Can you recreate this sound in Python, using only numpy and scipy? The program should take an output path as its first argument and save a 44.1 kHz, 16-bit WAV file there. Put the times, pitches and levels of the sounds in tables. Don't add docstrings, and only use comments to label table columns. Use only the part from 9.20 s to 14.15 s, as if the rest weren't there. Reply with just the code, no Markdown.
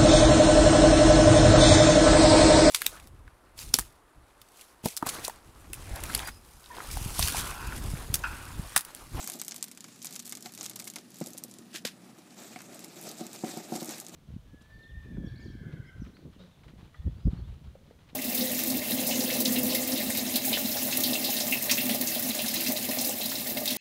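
import sys
import numpy as np
from scipy import signal
from scipy.fft import rfft, irfft, next_fast_len
from scipy.io import wavfile
from scipy.ndimage import uniform_filter1d, map_coordinates

SR = 44100
rng = np.random.default_rng(int(sys.argv[2]) if len(sys.argv) > 2 else 0)


def gain_from_db(level_db):
    decades = np.asarray(level_db, float) / 20
    return 10 ** decades


def persist_wave(psi):
    counts = np.round(np.clip(psi, -1, 1) * 32767).astype(np.int16)
    wavfile.write(sys.argv[1], SR, np.atleast_2d(counts).T)


N = 218250

# pitch in Hz, width in Hz, level in dB.
LID_LOW = [(176.5, 33, 0), (229.5, 18.4, 1)]
LID_MID = [(322.8, 51.5, 1)]
LID_HIGH = [(614, 240, -3.5), (730, 17.5, 3), (879, 21, -12.5), (1238, 135, -10.5)]
# pitch in Hz, width in Hz, level in dB.
POT_BASE = [(499, 83, 2)]


def unit(x):
    return x / np.sqrt(np.mean(x ** 2) + 1e-20)


def along(points, hz):
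    f, v = np.transpose(points)
    return np.interp(np.log(hz + 1), np.log(f + 1), v)


def curves(rows):
    s, *cols = np.transpose(rows)
    return [np.interp(np.arange(N) / SR, s, c) for c in cols]


def wobble(rate):
    return map_coordinates(rng.standard_normal(int(N * rate / SR) + 4), [np.arange(N) * rate / SR])


def filtered(x, response):
    m = next_fast_len(N + SR // 2)
    return irfft(rfft(x, m) * response(np.fft.rfftfreq(m, 1 / SR)), m)[:N]


def coloured(x, spectrum):
    return unit(filtered(x, lambda hz: gain_from_db(along(spectrum, hz))))


def ringing(x, modes):
    def response(f):
        total = 0
        for k, (hz, width, db) in enumerate(modes):
            damping = 1j * f * width
            total = total + (-1) ** k * gain_from_db(db) * damping / (hz * hz - f * f + damping)
        return total
    return filtered(x, response)


def band(x, lo_hz, hi_hz):
    edges = [lo_hz, min(hi_hz, SR / 2.2)]
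    return signal.sosfilt(signal.butter(2, edges, "bandpass", fs=SR, output="sos"), x)


def laid(times, rows):
    at = np.round(np.asarray(times) * SR).astype(int)[:, None] + np.arange(rows.shape[1])
    return np.bincount(at.ravel(), rows.ravel(), N + SR)[:N]


def clicks(table, tail_db, tail_t60):
    # pitch in Hz, width in Hz, level in dB.
    pot_wall = [(1120, 1060, 0), (1820, 180, 0), (2134, 203, 2.5), (3170, 75, -4)]
    s, db, hz, pot_db, edge_db = (c[:, None] for c in np.transpose(table))
    t = np.arange(SR // 12) / SR
    shape = (len(s), len(t))

    def dying(t60):
        return gain_from_db(-60 * t / t60) * (1 - np.exp(-t / .00008))

    def noise():
        return rng.standard_normal(shape)

    lumps = rng.random((len(s), len(t) // 32 + 1)) ** 2
    lumps = np.repeat(lumps, 32, axis=1)[:, :len(t)]
    tail = gain_from_db(tail_db - 0.36 * (db + 23.0) + 4.9 * lumps) * dying(tail_t60)

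    since = t - .00012
    ring = np.sin(2 * np.pi * hz * since) * (dying(0.0016) + gain_from_db(-13) * dying(0.008))
    u = since / .00004
    snap = gain_from_db(db) * (gain_from_db(.35 * edge_db + 4.5) * u * np.exp(-u * u) + gain_from_db(-1) * ring)

    core = gain_from_db(db - 0.5) * noise() * (gain_from_db(-43) * dying(0.007) + tail)
    edge = gain_from_db(db + edge_db + 0.5) * noise() * (gain_from_db(-2) * dying(0.0038) + tail)
    wall = gain_from_db(db + pot_db) * noise() * (dying(0.0019) + gain_from_db(4.5) * tail)

    s = s[:, 0] + 0.00067
    pebble = band(laid(s, snap), 1800, 15300) + band(laid(s, core), 3380, 7900)
    return pebble + band(laid(s, edge), 6400, 14100) + ringing(laid(s, wall), pot_wall)


def pour():
    # start in seconds, peak in
    # dB, ring in Hz, pot-wall share in dB, edge-chip share in dB.
    first = [(0.0268, -37, 5100, 4, -1), (0.0414, -39, 6200, 4.5, 10), (0.0742, -26.5, 5270, -2, 5.5),
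             (0.0903, -31, 6900, -4, -6), (0.0986, -24, 7800, -8, 1.5), (0.1185, -32, 7430, -9, 3),
             (0.1329, -29.5, 7600, -12, -1), (0.1969, -23, 6600, -19, -13), (0.1993, -26, 6500, -15, -11),
             (0.2148, -18.5, 8150, -4.5, -2), (0.247, -36, 7350, -15, 5), (0.2809, -24, 6470, -7.5, 3),
             (0.3098, -22, 6740, -16, -21), (0.3199, -21, 6400, -8, -26), (0.3431, -35.5, 5060, -1, 1),
             (0.3614, -26.5, 7400, -14, -0.5), (0.3798, -36, 7360, -23, -2),
             (0.4263, -14.5, 7700, -14, -3.5), (0.4406, -28, 6540, -7, 3.5), (0.4813, -38, 8000, -11, -1),
             (0.5138, -31, 8240, -12, -6), (0.5202, -44.5, 7390, -9, -4), (0.5738, -31.5, 7640, -5.5, -8),
             (0.6059, -29, 7200, -23, -9.5), (0.6418, -28, 6800, -3, -18)]
    second = [(0.818, -30.5, 6160, -19, -13), (0.8258, -33, 6700, -26, -1), (0.8452, -30.5, 5170, 0, 4),
              (0.8546, -31, 6400, -17, 6.5), (0.856, -35, 6500, -17, -13), (0.869, -21, 6850, -15, -13),
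              (0.908, -35.5, 8400, -6, -2), (0.9252, -27, 7600, -23, -8), (0.9357, -39, 8470, -15, 3),
              (0.9441, -31, 6770, -10, -12), (0.9541, -35, 7540, -6, 3), (0.961, -21.5, 6700, -10, -7),
              (0.9931, -27.5, 6400, -16, -2), (0.9965, -26, 6450, -13, -16), (1.0003, -38, 6250, -19, -8),
              (1.024, -41, 6370, -18, -2), (1.05, -45, 7470, -16, 3), (1.055, -33.5, 6600, -27, 1.5),
              (1.064, -33, 7500, -20, 0), (1.076, -34, 7420, -4.5, -1), (1.0938, -39, 8420, -17, 9.5),
              (1.113, -33, 6420, -25, -11), (1.123, -19, 7950, -4.5, -5.5), (1.1516, -25.5, 6560, -14, -7),
              (1.171, -28.5, 7960, -11, -6), (1.2065, -40, 7800, -19, -2)]
    third = [(1.224, -31.5, 7960, -22, -3.5), (1.2587, -23.5, 4140, 0.5, -29), (1.3368, -38, 6820, -7, 0),
             (1.349, -35, 8150, -12, 3), (1.376, -28.5, 6940, -10, -8), (1.412, -36, 6800, -10, -19),
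             (1.4298, -31, 6400, -4, 2), (1.4563, -30, 7000, -5, 0), (1.4614, -17.5, 6760, -17, -16),
             (1.496, -27.5, 7400, -13, 1), (1.5577, -32, 6700, -10, 4.5), (1.561, -23.5, 7160, -9, -11),
             (1.591, -28, 7900, -10, -14), (1.6002, -30.5, 4850, -1, -1), (1.622, -32, 8200, -9, -12),
             (1.642, -31.5, 7120, -16, -2), (1.6755, -26.5, 8100, -10, 1), (1.7, -28, 6900, -30, -5),
             (1.7365, -36, 8350, -10, -5), (1.7581, -26.5, 6000, -10, -2), (1.7613, -26, 2740, -1, -10),
             (1.7842, -32, 3550, -7, -13)]
    light = [(0.0641, -31, 6700, -7, -8), (0.082, -27, 6650, -6, -12), (0.1536, -44, 6680, -16, 6),
             (0.1895, -39, 8980, -28, 1), (0.2541, -44, 7280, -24, -9), (0.2634, -45, 5880, -22, 3),
             (0.2914, -33, 7640, -23, -6), (0.408, -40, 7190, -22, -17), (0.462, -42, 8350, -20, -9),
             (0.475, -44, 4540, -5, -20), (0.5483, -52, 6220, -15, 1), (0.6817, -43, 7240, -1, -6),
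             (0.7467, -54, 6220, -18, -11), (0.758, -42, 7000, -5, -8), (0.7899, -44, 7520, -13, -13),
             (0.834, -34, 6590, -26, -14), (0.89, -40, 6500, -10, -17), (1.1026, -38, 8250, -18, -1),
             (1.292, -41, 6740, -3, -20), (1.3207, -38, 7540, -8, -3), (1.387, -33, 6780, -13, -15),
             (1.398, -40, 7190, -19, 1), (1.41, -17.5, 6500, -11, -38), (1.439, -27, 6830, -19, -13),
             (1.443, -23.5, 8100, -18, -10), (1.4487, -31, 7820, -13, -11), (1.483, -39, 5330, -6, -14),
             (1.5112, -34, 6630, -4, -17), (1.533, -36, 7900, -7, -20), (1.572, -40, 7240, -14, -11),
             (1.597, -27.5, 7990, -17, -2), (1.6526, -38, 8100, -26, 0), (1.6634, -45, 7050, -20, -3),
             (1.671, -39, 6030, 5.5, 2), (1.6793, -28, 7920, -16, -11), (1.7122, -51, 8980, -14, 2),
             (1.7615, -35, 5260, -6, -17)]
    return clicks(first + second + third + light, tail_db=-13.5, tail_t60=0.045)


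def handling():
    # start in seconds, peak in dB, ring in Hz, pot-wall share in dB, edge-chip share in dB.
    set_down = [(1.904, -44.5, 8100, -29, 1), (1.9428, -39.5, 7140, -21, 0.5), (1.9854, -37, 7220, -20, 3),
                (2.0028, -35, 6740, -24, 2.5), (2.0134, -29, 8300, 5, -17), (2.0393, -36, 6840, -19, 1),
                (2.061, -26.5, 8050, -28, -2), (2.0691, -33.5, 7170, -27, 4), (2.084, -48, 6740, -27, 10),
                (2.1041, -39, 7890, -23, 3), (2.1331, -36.5, 6820, -17, 4.5),
                (2.177, -29.5, 7500, -27, 2.5), (2.182, -25, 8350, -33, -0.5), (2.237, -27, 8440, -13, 6.5),
                (2.2957, -49, 8580, -19, 2), (2.3121, -32.5, 7980, -21, -5), (2.339, -35, 7300, -22, -4),
                (2.3855, -33, 7350, -32, -4)]
    touched = [(2.542, -31.5, 6860, 6, -17), (2.5594, -36, 6540, 4, -16), (2.6517, -20, 7100, -16, -23),
               (2.6559, -22, 4600, -3, -20), (2.674, -21, 4870, -1, -31), (2.9853, -46.5, 6100, 1, -1),
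               (3.1066, -42, 4700, -6, -11), (3.3595, -34, 5500, 9.5, -12), (3.4047, -36.5, 7030, 8, -16),
               (3.4179, -32, 8350, -13, -4.5), (3.592, -35, 7160, -19, 3), (3.6402, -35, 5200, -6, 0),
               (3.6444, -32, 5160, -13, 3)]
    pressed = [(3.812, -44, 8500, -17, 12), (3.826, -38, 7300, -19, 6), (3.8896, -34, 7700, -12, 4),
               (3.914, -32.5, 6300, -10, 2), (3.9934, -38, 6600, -3, -11), (4.008, -28, 7900, -3, -15),
               (4.0663, -28.5, 7040, -8, -3.5), (4.131, -30, 7700, -21, -3.5),
               (4.2446, -31.5, 6300, 6.5, -9), (4.3226, -47, 7000, -14, -10), (4.373, -31.5, 7400, 0, 1),
               (4.5517, -33, 6910, -6, -5), (4.5552, -30, 7000, 0, -3), (4.5595, -26, 7500, -9, -10),
               (4.562, -23, 8100, -19, -8), (4.608, -28.5, 7700, -24, -3), (4.6284, -31, 7200, -1, 4),
               (4.645, -35, 7460, -23, 6), (4.6568, -38, 8110, -19, 10), (4.681, -40, 7000, -14, -6),
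               (4.6916, -25.5, 8800, -3, -4), (4.7079, -32, 7200, -14, -1), (4.7169, -40, 7200, -17, -10),
               (4.7818, -33.5, 8100, 4, 2), (4.8, -26.5, 7050, -20, 3.5), (4.848, -37, 6530, -25, -4),
               (4.8654, -27.5, 6700, -13, -6), (4.8841, -37, 7800, -18, 3), (4.894, -33, 6700, -29, -17)]
    light = [(1.9182, -39, 6800, -21, -17), (1.9575, -36, 6930, -24, -10), (1.968, -42, 7080, -23, 3),
             (1.9919, -41, 7390, -24, -15), (2.1484, -41, 6930, -2, -15), (2.17, -37, 5300, -31, -7),
             (2.221, -48, 4180, -18, -15), (2.2464, -47, 8980, -15, -3), (2.2812, -48, 8400, -15, 0),
             (2.32, -44, 7580, -19, -29), (2.6221, -49, 6980, -20, -13), (2.991, -45, 5770, -12, -7),
             (3.2202, -43, 7410, -3, -20), (3.3894, -35, 6400, 2.5, -15), (3.4572, -56, 6780, -26, -11),
             (3.545, -49, 8800, -4, 11), (3.6051, -35, 8200, -23, -10), (3.6818, -37, 8740, -18, -18),
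             (3.8376, -40, 4570, -21, 7), (3.953, -37, 7390, -20, -19), (3.984, -30, 8200, -19, -22),
             (4.0282, -47, 5450, -9, -8), (4.1144, -36, 5140, -17.5, -16), (4.1604, -30, 5400, -20, -14),
             (4.1766, -49, 4750, -12, -9), (4.2872, -35, 7350, -9, -20), (4.4328, -40, 4440, -12, 0),
             (4.4524, -49.5, 4010, -13, 3), (4.5391, -36, 7210, -14, -6), (4.615, -35, 5000, -7, 2),
             (4.7211, -36, 8980, -12, 4), (4.728, -39, 7040, -32, -10), (4.754, -36, 6140, -8, -11),
             (4.8098, -39, 6520, -18, 6)]
    return clicks(set_down + touched + pressed + light, tail_db=-20.5, tail_t60=0.066)


def more_contacts():
    # start in seconds, peak in dB.
    taps = [(.0015, -39), (.0054, -31), (.0316, -38), (.1377, -26), (0.2353, -34), (0.357, -37),
            (.8615, -36), (0.9637, -30), (1.0003, -32), (1.0704, -33), (1.1279, -33.5), (1.2715, -42),
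            (1.6143, -34), (2.0723, -33), (2.5708, -29), (4.2974, -34), (4.3074, -43), (4.5238, -35)]
    pick = rng.random((len(taps), 2))
    rows = [(s, db, 6200 + 2000 * a, -12 - 8 * b, -6) for (s, db), (a, b) in zip(taps, pick)]
    return clicks(rows, tail_db=-16, tail_t60=0.034)


def thuds():
    # start in seconds, level of the two deep modes in dB, then relative to it the
    # middle mode in dB, pot base in dB, upper modes in dB.
    knocks = [(0.085, -56.5, 12, 11, 6.5), (0.146, -40.5, -15, -10, -11), (1.258, -44.5, -9, -31, 1),
              (2.012, -26.5, 0.5, -1, -19), (2.018, -26.5, -12, -37, -41), (2.071, -42, 4, 2, -30),
              (2.148, -46.5, 5, 5, -10), (2.246, -47, 2, 3, -19), (2.39, -46, 4.5, -19, -30),
              (2.6495, -34, -29, 6.5, -16), (3.359, -41, -12, -13, 1), (4.011, -33.5, 1, -10, -8.5),
              (4.2365, -26.5, 2.5, -5.5, -7.5), (4.338, -47, 8, -15, 0), (4.37, -33, 4, -6, -8),
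              (4.521, -28, 3, -7.5, -6), (4.5537, -35, 7.5, -3, -4), (4.6205, -31, 1, -6, -12),
              (4.685, -37.5, 4.5, -10, -15), (4.717, -53.5, 10, -8, 7)]
    s, db, mid_db, base_db, upper_db = (c[:, None] for c in np.transpose(knocks))
    t = np.arange(SR // 6) / SR
    by_pot = s < 3.7
    onset = 1 - np.exp(-t / np.where(by_pot, 0.0016, 0.0011))
    stretch = np.where(by_pot, 0.55, 0.73)

    def ring(modes):
        total = 0
        for hz, width, level_db in modes:
            decay = np.exp(-np.pi * width * t / stretch)
            total = total + gain_from_db(level_db) * np.sin(2 * np.pi * hz * t) * decay
        return total

    lid = ring(LID_LOW) + gain_from_db(mid_db + 4.0) * ring(LID_MID) + gain_from_db(upper_db) * ring(LID_HIGH)
    knock = gain_from_db(db + 2.0) * onset * (lid + gain_from_db(base_db + 6.5) * ring(POT_BASE))
    return band(band(laid(s[:, 0] + 0.00029, knock), 150, 2000), 147, 4700)


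def grains(per_second, spread_db, t60):
    count = int(per_second * N / SR)
    sizes = gain_from_db(spread_db * np.minimum(rng.exponential(size=count), 3))
    puff = gain_from_db(-60 * np.arange(SR // 20) / SR / t60)
    hits = np.bincount(rng.integers(0, N, count), sizes, N)
    return signal.fftconvolve(hits, puff)[:N] * rng.standard_normal(N)


def slips():
    # peak time in seconds, half length in seconds, grit in dB, weight on the lid in dB.
    rolls = [(.01, 0.044, -39.5, -19), (0.124, 0.071, -48, -6), (0.306, 0.17, -57, -7.5),
             (0.68, 0.12, -58.5, -13), (0.903, 0.24, -55.5, -14), (1.14, 0.15, -59, -4),
             (1.26, 0.029, -46.5, -14), (1.42, 0.077, -49.5, -9), (1.594, 0.21, -66.5, 7),
             (1.775, 0.029, -51.5, -7), (2.012, 0.2, -55, -26), (2.075, 0.14, -66, 9.5),
             (2.338, 0.27, -68.5, 3), (2.551, 0.019, -64.5, 10)]
    pushes = [(2.92, 0.63, -64.5, -0.5), (3.19, 0.034, -55.5, -7), (3.23, 0.1, -52.5, -8.5),
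              (3.32, 0.45, -58, -19), (3.56, 0.28, -56.5, 0), (3.769, 0.12, -52, -3),
              (3.871, 0.059, -45, -3.5), (4.007, 0.13, -48.5, -2), (4.146, 0.042, -46.5, -18),
              (4.28, 0.15, -45.5, -4.5), (4.4, 0.2, -54.5, -6), (4.546, 0.095, -43, -3.5),
              (4.705, 0.087, -42.5, -11), (4.81, 0.19, -60.5, 4), (4.96, 0.058, -45.5, -3.5)]
    s, half, db, weight_db = (c[:, None] for c in np.transpose(rolls + pushes))
    coarse = np.arange(0, N, 64)
    u = (coarse / SR - s) / half
    shape_db = -8.5 * np.abs(np.where(u < 0, u / 0.46, u)) ** 1.15
    body_db = np.where(s < pushes[0][0], -60.5, -55.5) + 0.68 * (db + 54.5)

    def summed(level_db):
        power = np.sum(gain_from_db(level_db + shape_db) ** 2, axis=0)
        return np.interp(np.arange(N), coarse, 10 * np.log10(power + 1e-12))

    return summed(db), summed(body_db), summed(db + weight_db)


def patchy(x, depth_db, wide, long):
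    z = signal.stft(x, nperseg=256)[2]
    field = rng.standard_normal(z.shape)
    for _ in range(2):
        field = uniform_filter1d(uniform_filter1d(field, int(wide), 0), int(long), 1)
    return signal.istft(z * gain_from_db(depth_db * unit(field)), nperseg=256)[1][:N]


def grind():
    # pitch in Hz, level in dB per Hz.
    grit_colour = [(1760, -56), (3000, -13), (3750, 0), (4130, -1), (7760, 3), (9780, -7), (13100, -5.5),
                   (15200, -10.5)]
    body_colour = [(470, 3), (800, 4.5), (1000, -2.5), (1810, -2.5), (2600, -0.5), (2770, -5.5),
                   (4500, -15.5), (5850, -12), (9900, -120)]
    grit_db, body_db, lid_db = slips()
    rub = unit(grains(1100, spread_db=0.5, t60=0.077))
    ticks = unit(grains(300, spread_db=3, t60=.003))
    grit = gain_from_db(grit_db) * coloured(patchy(rub + .45 * ticks, depth_db=2, wide=9, long=7), grit_colour)
    dull = coloured(patchy(rub, depth_db=1.5, wide=3, long=8.2), body_colour)
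    body = gain_from_db(body_db) * band(dull, 333, 6300)

    shake = grains(600, spread_db=3.5, t60=0.019)
    low = ringing(shake, LID_LOW + LID_MID)
    high = band(ringing(shake, POT_BASE + LID_HIGH), 608, 1390)
    rumble = unit(band(low + gain_from_db(-4.0) * high, 164, 1580))
    return grit + body + gain_from_db(lid_db + 4.5) * rumble


def slide():
    # time in seconds, level in dB.
    swell = [
        (2.5, -63.5),
        (2.535, -50),
        (2.562, -38.5),
        (2.58, -45.5),
        (2.6, -62),
        (2.648, -66),
        (2.651, -32),
        (2.7, -48.5),
        (2.75, -68.5),
    ]
    # pitch in Hz, level in dB per Hz.
    skid = [(530, -28), (900, -16.5), (1880, 6.5), (2100, -2), (2450, 3.5), (5060, 3), (13800, -9),
            (15500, -14)]
    return gain_from_db(curves(swell)[0]) * coloured(grains(1800, spread_db=1.2, t60=0.02), skid)


def background():
    # pitch in Hz, level in dB per Hz.
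    hush_colour = [(15, -79), (25, -30), (95, -16.5), (128, -7), (192, 4), (258, 0), (337, -5.5),
                   (576, -18.5), (677, -20.5), (1290, -19.5), (1640, -23.5), (8650, -79), (9630, -19),
                   (10700, -42), (15200, -33)]
    # pitch in Hz, level in dB rms.
    pump = [(120, -73), (181, -73), (240, -66)]
    t = np.arange(N) / SR
    hush = gain_from_db(-56.5 + 0.56 * wobble(1.87)) * coloured(rng.standard_normal(N), hush_colour)
    hum = 0
    for hz, db in pump:
        level = gain_from_db(db + 3.5 + 2.8 * wobble(4.11))
        hum = hum + level * np.sin(2 * np.pi * hz * t + .9 * wobble(11))
    insect = gain_from_db(-78 + 3.2 * wobble(5.1)) * unit(band(rng.standard_normal(N), 9530, 10100))
    return hush + hum + insect


def scene():
    pebbles = pour() + handling() + more_contacts()
    return (pebbles + thuds() + grind() + slide() + background())[None]


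def low_pass(x):
    return signal.sosfilt(signal.butter(12, 16470, fs=SR, output="sos"), x)


def record(dry):
    # pitch in Hz, gain in dB.
    treble_loss = [(15150, 0), (15400, -22), (15900, -30), (16000, -60)]
    dulled = filtered(dry[0], lambda hz: gain_from_db(along(treble_loss, hz)))
    return low_pass(dulled[None])


dry = scene()
out = record(dry)
persist_wave(out)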